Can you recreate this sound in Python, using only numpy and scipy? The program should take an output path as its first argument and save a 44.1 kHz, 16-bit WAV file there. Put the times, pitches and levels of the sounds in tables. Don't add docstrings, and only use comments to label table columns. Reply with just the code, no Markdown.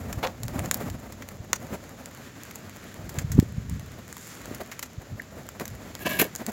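import sys
import numpy as np
from scipy import signal
from scipy.fft import rfft, irfft
from scipy.io import wavfile
from scipy.ndimage import uniform_filter1d

SR = 44100
rng = np.random.default_rng(int(sys.argv[2]) if len(sys.argv) > 2 else 0)


def pcm_store(signal):
    levels = np.round(np.clip(np.atleast_2d(signal), -1, 1) * 32767)
    wavfile.write(sys.argv[1], SR, levels.astype(np.int16).T)


N = 287532
TIME = np.arange(N) / SR

# (time [s], level [dB])
BLAZE = [(0.0, -30.5), (0.36, -38), (0.95, -36.5), (2.52, -43.5), (2.94, -42.5), (3.3, -40.5), (3.56, -49),
         (3.92, -45.5), (4.99, -44), (6.1, -38), (6.52, -45)]
# (peak time [s], length [s], rumble [dB], rush [dB])
FLARES = [(.09, 0.12, -38, -49), (.445, 0.045, -32, -45.5), (.6, 0.1, -31.5, -32.5), (.83, 0.088, -39, -36),
          (.92, 0.062, -34, -62), (1.637, 0.053, -44, -42), (1.725, 0.053, -50, -37),
          (2.665, 0.029, -45.5, -45), (3.06, 0.051, -38, -45), (3.18, 0.057, -53, -40.5),
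          (3.255, 0.12, -36.5, -66), (3.372, 0.053, -22, -59), (3.57, 0.51, -37.5, -70),
          (3.735, 0.066, -30.5, -64), (4.505, 0.13, -44, -43), (4.611, 0.015, -59, -36),
          (5.135, 0.032, -33.5, -66), (5.37, 0.058, -45, -41.5), (5.61, 0.018, -56, -31),
          (5.73, 0.045, -37.5, -50), (6.415, 0.023, -61, -35.5), (6.495, 0.024, -47, -30.5)]
# (frequency [Hz], level [dB])
RUMBLE_COLOUR = [(22, -35), (42, -1.5), (70, 3.5), (105, 5), (240, -8), (340, -24.5), (700, -60)]
RUSH_COLOUR = [(90, -7), (230, 9.5), (400, -1), (600, 3), (900, -5.5), (2000, -11), (3200, -22.5),
               (9000, -25)]
def flames():
    blaze = level(BLAZE)
    rumble_flare, rush_flare = swells(FLARES, rise=0.52)
    rumble_gain = np.hypot(amp(-8) * blaze, rumble_flare)
    rush_gain = np.hypot(amp(-7) * blaze, rush_flare)
    flutter = unit(colour(rng.standard_normal(N), RUMBLE_COLOUR))
    strength = np.sqrt(uniform_filter1d(flutter ** 2, size=1600) + 1e-6)
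    rumble = unit(flutter / strength)
    flaps = amp(3.5 * wander(rate_hz=28))
    rush = unit(colour(rng.standard_normal(N) * flaps, RUSH_COLOUR))
    return rumble * rumble_gain + rush * rush_gain


# (time [s], level [dB], pitch [Hz])
PUFFS = [(0.1766, -19, 77), (0.451, -25, 85.5), (1.405, -24, 89), (1.726, -23.5, 150), (2.995, -27, 86.5),
         (3.1835, -16.5, 91), (3.2477, -15, 97), (3.307, -17.5, 87.4), (3.383, -7.5, 216),
         (3.3907, 2.5, 158), (3.428, -13, 226), (3.5826, -16, 106), (3.7256, -14.5, 90.5),
         (4.5146, -21.5, 235), (4.984, -22.5, 84)]
def puffs(spread_rad=2.05):
    out = np.zeros(N)
    t = np.arange(-SR // 50, SR // 50) / SR
    for s, db, hz in PUFFS:
        phase = 2 * np.pi * hz * t
        pulse = -np.sin(phase) * np.exp(-(phase / spread_rad) ** 2)
        add(out, s + t[0], amp(db) * pulse)
    return out


# (time [s], sharp snap [dB],
# hollow pop [dB], tearing time [s])
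CRACKLES = [(0.1277, -35.5, -35, 0.004), (0.268, -46, -35, .0003), (0.2726, -50, -30.5, 0.00033),
            (0.4335, -34, -40, 0.0019), (0.482, -35, -38.5, 0.00055), (0.5932, -32.5, -33.5, 0.00046),
            (0.658, -38, -38, 0.003), (0.7125, -20, -22, 0.00067), (0.7438, -23.5, -37, 0.00047),
            (0.9001, -40.5, -41, .003), (1.1231, -43, -44.5, 0.0041), (1.222, -48, -38.5, 0.0068),
            (1.2883, -38.5, -41.5, 0.001), (1.5313, -26.5, -17, 0.00097), (2.0586, -39.5, -44, 0.00025),
            (2.435, -39.5, -47.5, 0.00025), (2.5106, -45.5, -41.5, 0.00029), (2.5571, -36.5, -46, 0.00026),
            (3.094, -39, -44.5, 0.0056), (3.187, -31, -32, 0.0061), (3.318, -33, -39.5, 0.0061),
            (3.3994, -32.5, -31.5, 0.00032), (3.6974, -40, -48, 0.00031), (3.7959, -45, -45.5, 0.00016),
            (4.1271, -38.5, -40, 0.00093), (4.168, -41, -38.5, 0.0015), (4.457, -40.5, -39.5, 0.00082),
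            (4.5474, -38.5, -48, 0.0043), (4.7155, -43.5, -39, 0.013), (4.7931, -32.5, -36, 0.0027),
            (4.8274, -32.5, -32.5, 0.0065), (5.2195, -47, -49, 0.00044), (5.489, -38, -39, 0.0016),
            (5.598, -40, -35, 0.0033), (5.655, -35.5, -39, 0.0015), (5.6797, -38.5, -44, 0.00075),
            (5.9522, -38.5, -36.5, 0.0003), (6.3523, -34, -37.5, 0.00061), (6.3606, -32, -40, 0.0005),
            (6.4653, -28.5, -37, 0.00014)]
# (frequency [Hz], level [dB])
SNAP_COLOUR = [(500, -23), (2000, -34), (6500, -15), (9000, -19.5), (15800, -21.5)]
POP_COLOUR = [(150, -26), (500, -8.5), (950, -4), (1950, 1), (2700, -7), (4000, -11.5), (5800, -10),
              (8000, -29)]
def crackles(untilted_db=-33.5):
    out = np.zeros(N)
    for s, snap_db, pop_db, tear_s in CRACKLES:
        db_per_octave = 0.11 * (untilted_db - snap_db)
        tilted = [(hz, db + db_per_octave * np.log2(hz / SR)) for hz, db in SNAP_COLOUR]
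        snap = burst(tilted, tear_s, spike=0.66, scatter_db=-18.5, scatter_s=0.0035)
        pop = burst(POP_COLOUR, tear_s, spike=3.0, scatter_db=-8, scatter_s=0.003)
        add(out, s, amp(snap_db) * snap + amp(pop_db) * pop)
    return out


def burst(spectrum, tear_s, spike, scatter_db, scatter_s):
    t = np.arange(2048) / SR
    tear, scatter = rng.standard_normal((2, len(t)))
    drive = tear * np.exp(-t / tear_s) + amp(scatter_db) * scatter * np.exp(-t / scatter_s)
    progress = np.arange(12) / 12
    drive[:12] += spike * np.cos(np.pi * 12 * (1 - progress) ** 2 / 2)
    sound = colour(drive, spectrum)
    return sound / np.sqrt(np.mean(sound[:SR // 250] ** 2))


# (time [s], level [dB])
SIZZLE = [(0.0, -62), (0.68, -53.5), (1.45, -60), (1.68, -52), (3.2, -49.5), (3.48, -54), (4.03, -52.5),
          (4.31, -46.5), (5.18, -58), (6.05, -50), (6.52, -51)]
# (frequency [Hz], level [dB])
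SIZZLE_COLOUR = [(600, -5.5), (1200, 7.5), (1900, 8), (2800, 1), (4800, -2.5), (15500, -12.5)]
def sizzle():
    bubbles = grains(per_s=9000, spread_db=2)
    hiss = unit(colour(bubbles, SIZZLE_COLOUR)) * amp(1.8 * wander(rate_hz=31))
    fibres = grains(per_s=13, spread_db=2.5)
    snaps = amp(-11.5) * unit(colour(fibres, SNAP_COLOUR))
    pops = amp(-13) * unit(colour(fibres, POP_COLOUR))
    return (amp(-1.5) * hiss + snaps + pops) * level(SIZZLE)


def steam(jet_band_hz=(4960, 9920), squeak_hz=1840):
    spits = grains(per_s=2500, spread_db=3)
    jet = unit(signal.lfilter(*signal.butter(1, jet_band_hz, "band", fs=SR), spits))
    squeak = unit(np.sin(2 * np.pi * squeak_hz * TIME + wander(rate_hz=200)))
    return (amp(-50.5) * jet * swell(peak_s=4.27, length_s=0.16, rise=0.52)
            + amp(-29) * squeak * swell(peak_s=5.2, length_s=0.0036, rise=0.52))


# (peak time [s], length [s], ring [dB], grit [dB], push [dB])
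RUBS = [(6.02, 0.024, -44, -42, -43.5), (6.068, 0.015, -23, -40, -33), (6.116, 0.035, -29.5, -37.5, -54),
        (6.163, 0.044, -35, -43, -44), (6.2, 0.0096, -28, -16.5, -28), (6.216, 0.016, -26, -24.5, -33),
        (6.2215, 0.0074, -29, -40, -16.5), (6.242, 0.034, -38, -56, -33.5)]
# (time [s], level [dB])
CRUNCHES = [(6.0645, -36), (6.0925, -35), (6.1325, -33), (6.2155, -17.5), (6.2425, -32.5)]
# (frequency [Hz], level [dB])
GRIT_COLOUR = [(400, -15), (2700, 5.5), (4400, -2), (7200, -13.5), (12400, 5.5), (15800, -10)]
PUSH_COLOUR = [(45, -38), (170, -14), (380, 5), (600, -6.5), (1500, -28.5)]
def hand_rubs(rise=0.48):
    ring_gain, grit_gain, push_gain = swells(RUBS, rise)
    slips = grains(per_s=1800, spread_db=2.5)
    grip = swell(peak_s=6.211, length_s=0.034, rise=rise)
    ring = np.sqrt(1 - grip ** 2) * casing(slips, tuning=0.91) + grip * casing(slips, tuning=0.862)
    t = TIME[:SR // 20]
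    upper_modes = rng.standard_normal(len(t)) * np.exp(-t / 0.003)
    upper_modes[0] += 8
    contacts = signal.oaconvolve(grains(per_s=1200, spread_db=3), upper_modes)[:N]
    grit = unit(colour(contacts, GRIT_COLOUR))
    push = unit(colour(rng.standard_normal(N), PUSH_COLOUR))
    out = ring_gain * ring + grit_gain * grit + push_gain * push
    for s, db in CRUNCHES:
        crunch = burst(GRIT_COLOUR, tear_s=0.0029, spike=2, scatter_db=-20, scatter_s=0.005)
        add(out, s, amp(db) * crunch)
    return out


# (frequency [Hz], width [Hz], level [dB])
CASING_MODES = [(206, 85, 13), (692, 80, 12), (1102, 74, 8), (1817, 58, 16.5), (2443, 38, 11.5),
                (2920, 19, 9), (3170, 14, 11)]
def casing(slips, tuning):
    return unit(sum(amp(db) * signal.lfilter(*signal.iirpeak(hz * tuning, hz / width, SR), slips)
                    for hz, width, db in CASING_MODES))


# (frequency [Hz], level [dB])
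SCUFF_COLOUR = [(380, -3), (510, 9), (1170, 4), (1650, -4), (2450, -4), (4000, -7.5), (7000, -24.5)]
def scuff(start_s=0.2288, hold_s=0.023, body_hz=1500, body_fade_db_per_s=480):
    t = TIME - start_s
    fade = amp(-body_fade_db_per_s * np.clip(t - hold_s, 0, 1))
    slips = unit(colour(grains(per_s=4000, spread_db=2), SCUFF_COLOUR))
    body = signal.filtfilt(*signal.butter(2, body_hz, fs=SR), slips)
    rasp = slips - body
    return amp(-25) * (t > 0) * (body * fade + rasp * fade ** 3)


def garden_echo(x, tail_db, t60_s, wall_db, wall_s, smear_s):
    t = np.arange(SR // 3) / SR
    tail = rng.standard_normal(len(t)) * amp(-60 * t / t60_s) * (t > 0.004)
    wall = rng.standard_normal(len(t)) * np.exp(-((t - wall_s) / smear_s) ** 2)
    response = amp(tail_db) * tail / np.linalg.norm(tail) + amp(wall_db) * wall / np.linalg.norm(wall)
    return signal.oaconvolve(x, response)[:N]


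# (frequency [Hz], level [dB])
GARDEN_COLOUR = [(40, -28), (200, 1.5), (530, -6), (800, -19.5), (7000, -22), (10000, -58)]
def garden_air():
    return amp(-52) * unit(colour(rng.standard_normal(N), GARDEN_COLOUR))


def amp(db):
    return 10 ** (np.asarray(db) / 20)


def unit(x):
    return x / np.sqrt(np.mean(x ** 2) + 1e-20)


def level(rows):
    s, db = np.transpose(rows)
    return amp(np.interp(TIME, s, db))


def add(mix, s, sound):
    part = mix[max(round(s * SR), 0):][:len(sound)]
    part += sound[:len(part)]


def colour(x, spectrum, size=4096):
    hz, db = np.transpose(spectrum)
    grid = np.fft.rfftfreq(size, 1 / SR)
    gain = amp(np.interp(np.log(grid + 1), np.log(hz), db))
    cepstrum = irfft(np.log(gain))
    cepstrum[1:size // 2] *= 2
    cepstrum[size // 2 + 1:] = 0
    response = irfft(np.exp(rfft(cepstrum)))[:size // 2]
    return signal.oaconvolve(x, response)[:len(x)]


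def wander(rate_hz):
    hz = np.fft.rfftfreq(N, 1 / SR)
    return unit(irfft(rfft(rng.standard_normal(N)) * np.exp(-(hz / rate_hz) ** 2), N))


def grains(per_s, spread_db):
    size = amp(spread_db * np.minimum(rng.exponential(1, N), 3))
    return unit(rng.choice([-1, 1], N) * size * (rng.random(N) < per_s / SR))


def swell(peak_s, length_s, rise):
    side_s = length_s * np.where(TIME < peak_s, rise, 1 - rise)
    return 2 ** -np.minimum(0.5 * ((TIME - peak_s) / side_s) ** 2, 100)


def swells(rows, rise):
    return np.sqrt(sum((amp(dbs)[:, None] * swell(s, length, rise)) ** 2 for s, length, *dbs in rows))


def scene():
    sharp = crackles() + scuff()
    echo = garden_echo(sharp, tail_db=-16, t60_s=0.06, wall_db=-16.5, wall_s=0.029, smear_s=0.0067)
    background = echo + garden_air()
    mono = flames() + puffs() + sizzle() + steam() + sharp + hand_rubs() + background
    return np.array([mono, mono])


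# (frequency [Hz], gain [dB])
PORT_COLOUR = [(5700, 0), (7350, 7), (8300, -5), (10300, 0), (12500, 2.5)]
def record(dry):
    low_cut_hz, high_cut_hz = 52, 16050
    thin = signal.sosfilt(signal.butter(2, low_cut_hz, "high", fs=SR, output="sos"), dry)
    heard = np.array([colour(channel, PORT_COLOUR) for channel in thin])
    band_limit = signal.firwin(201, high_cut_hz, window=("kaiser", 8), fs=SR)
    return signal.oaconvolve(heard, band_limit[None], "same")


dry = scene()
out = record(dry)
pcm_store(out)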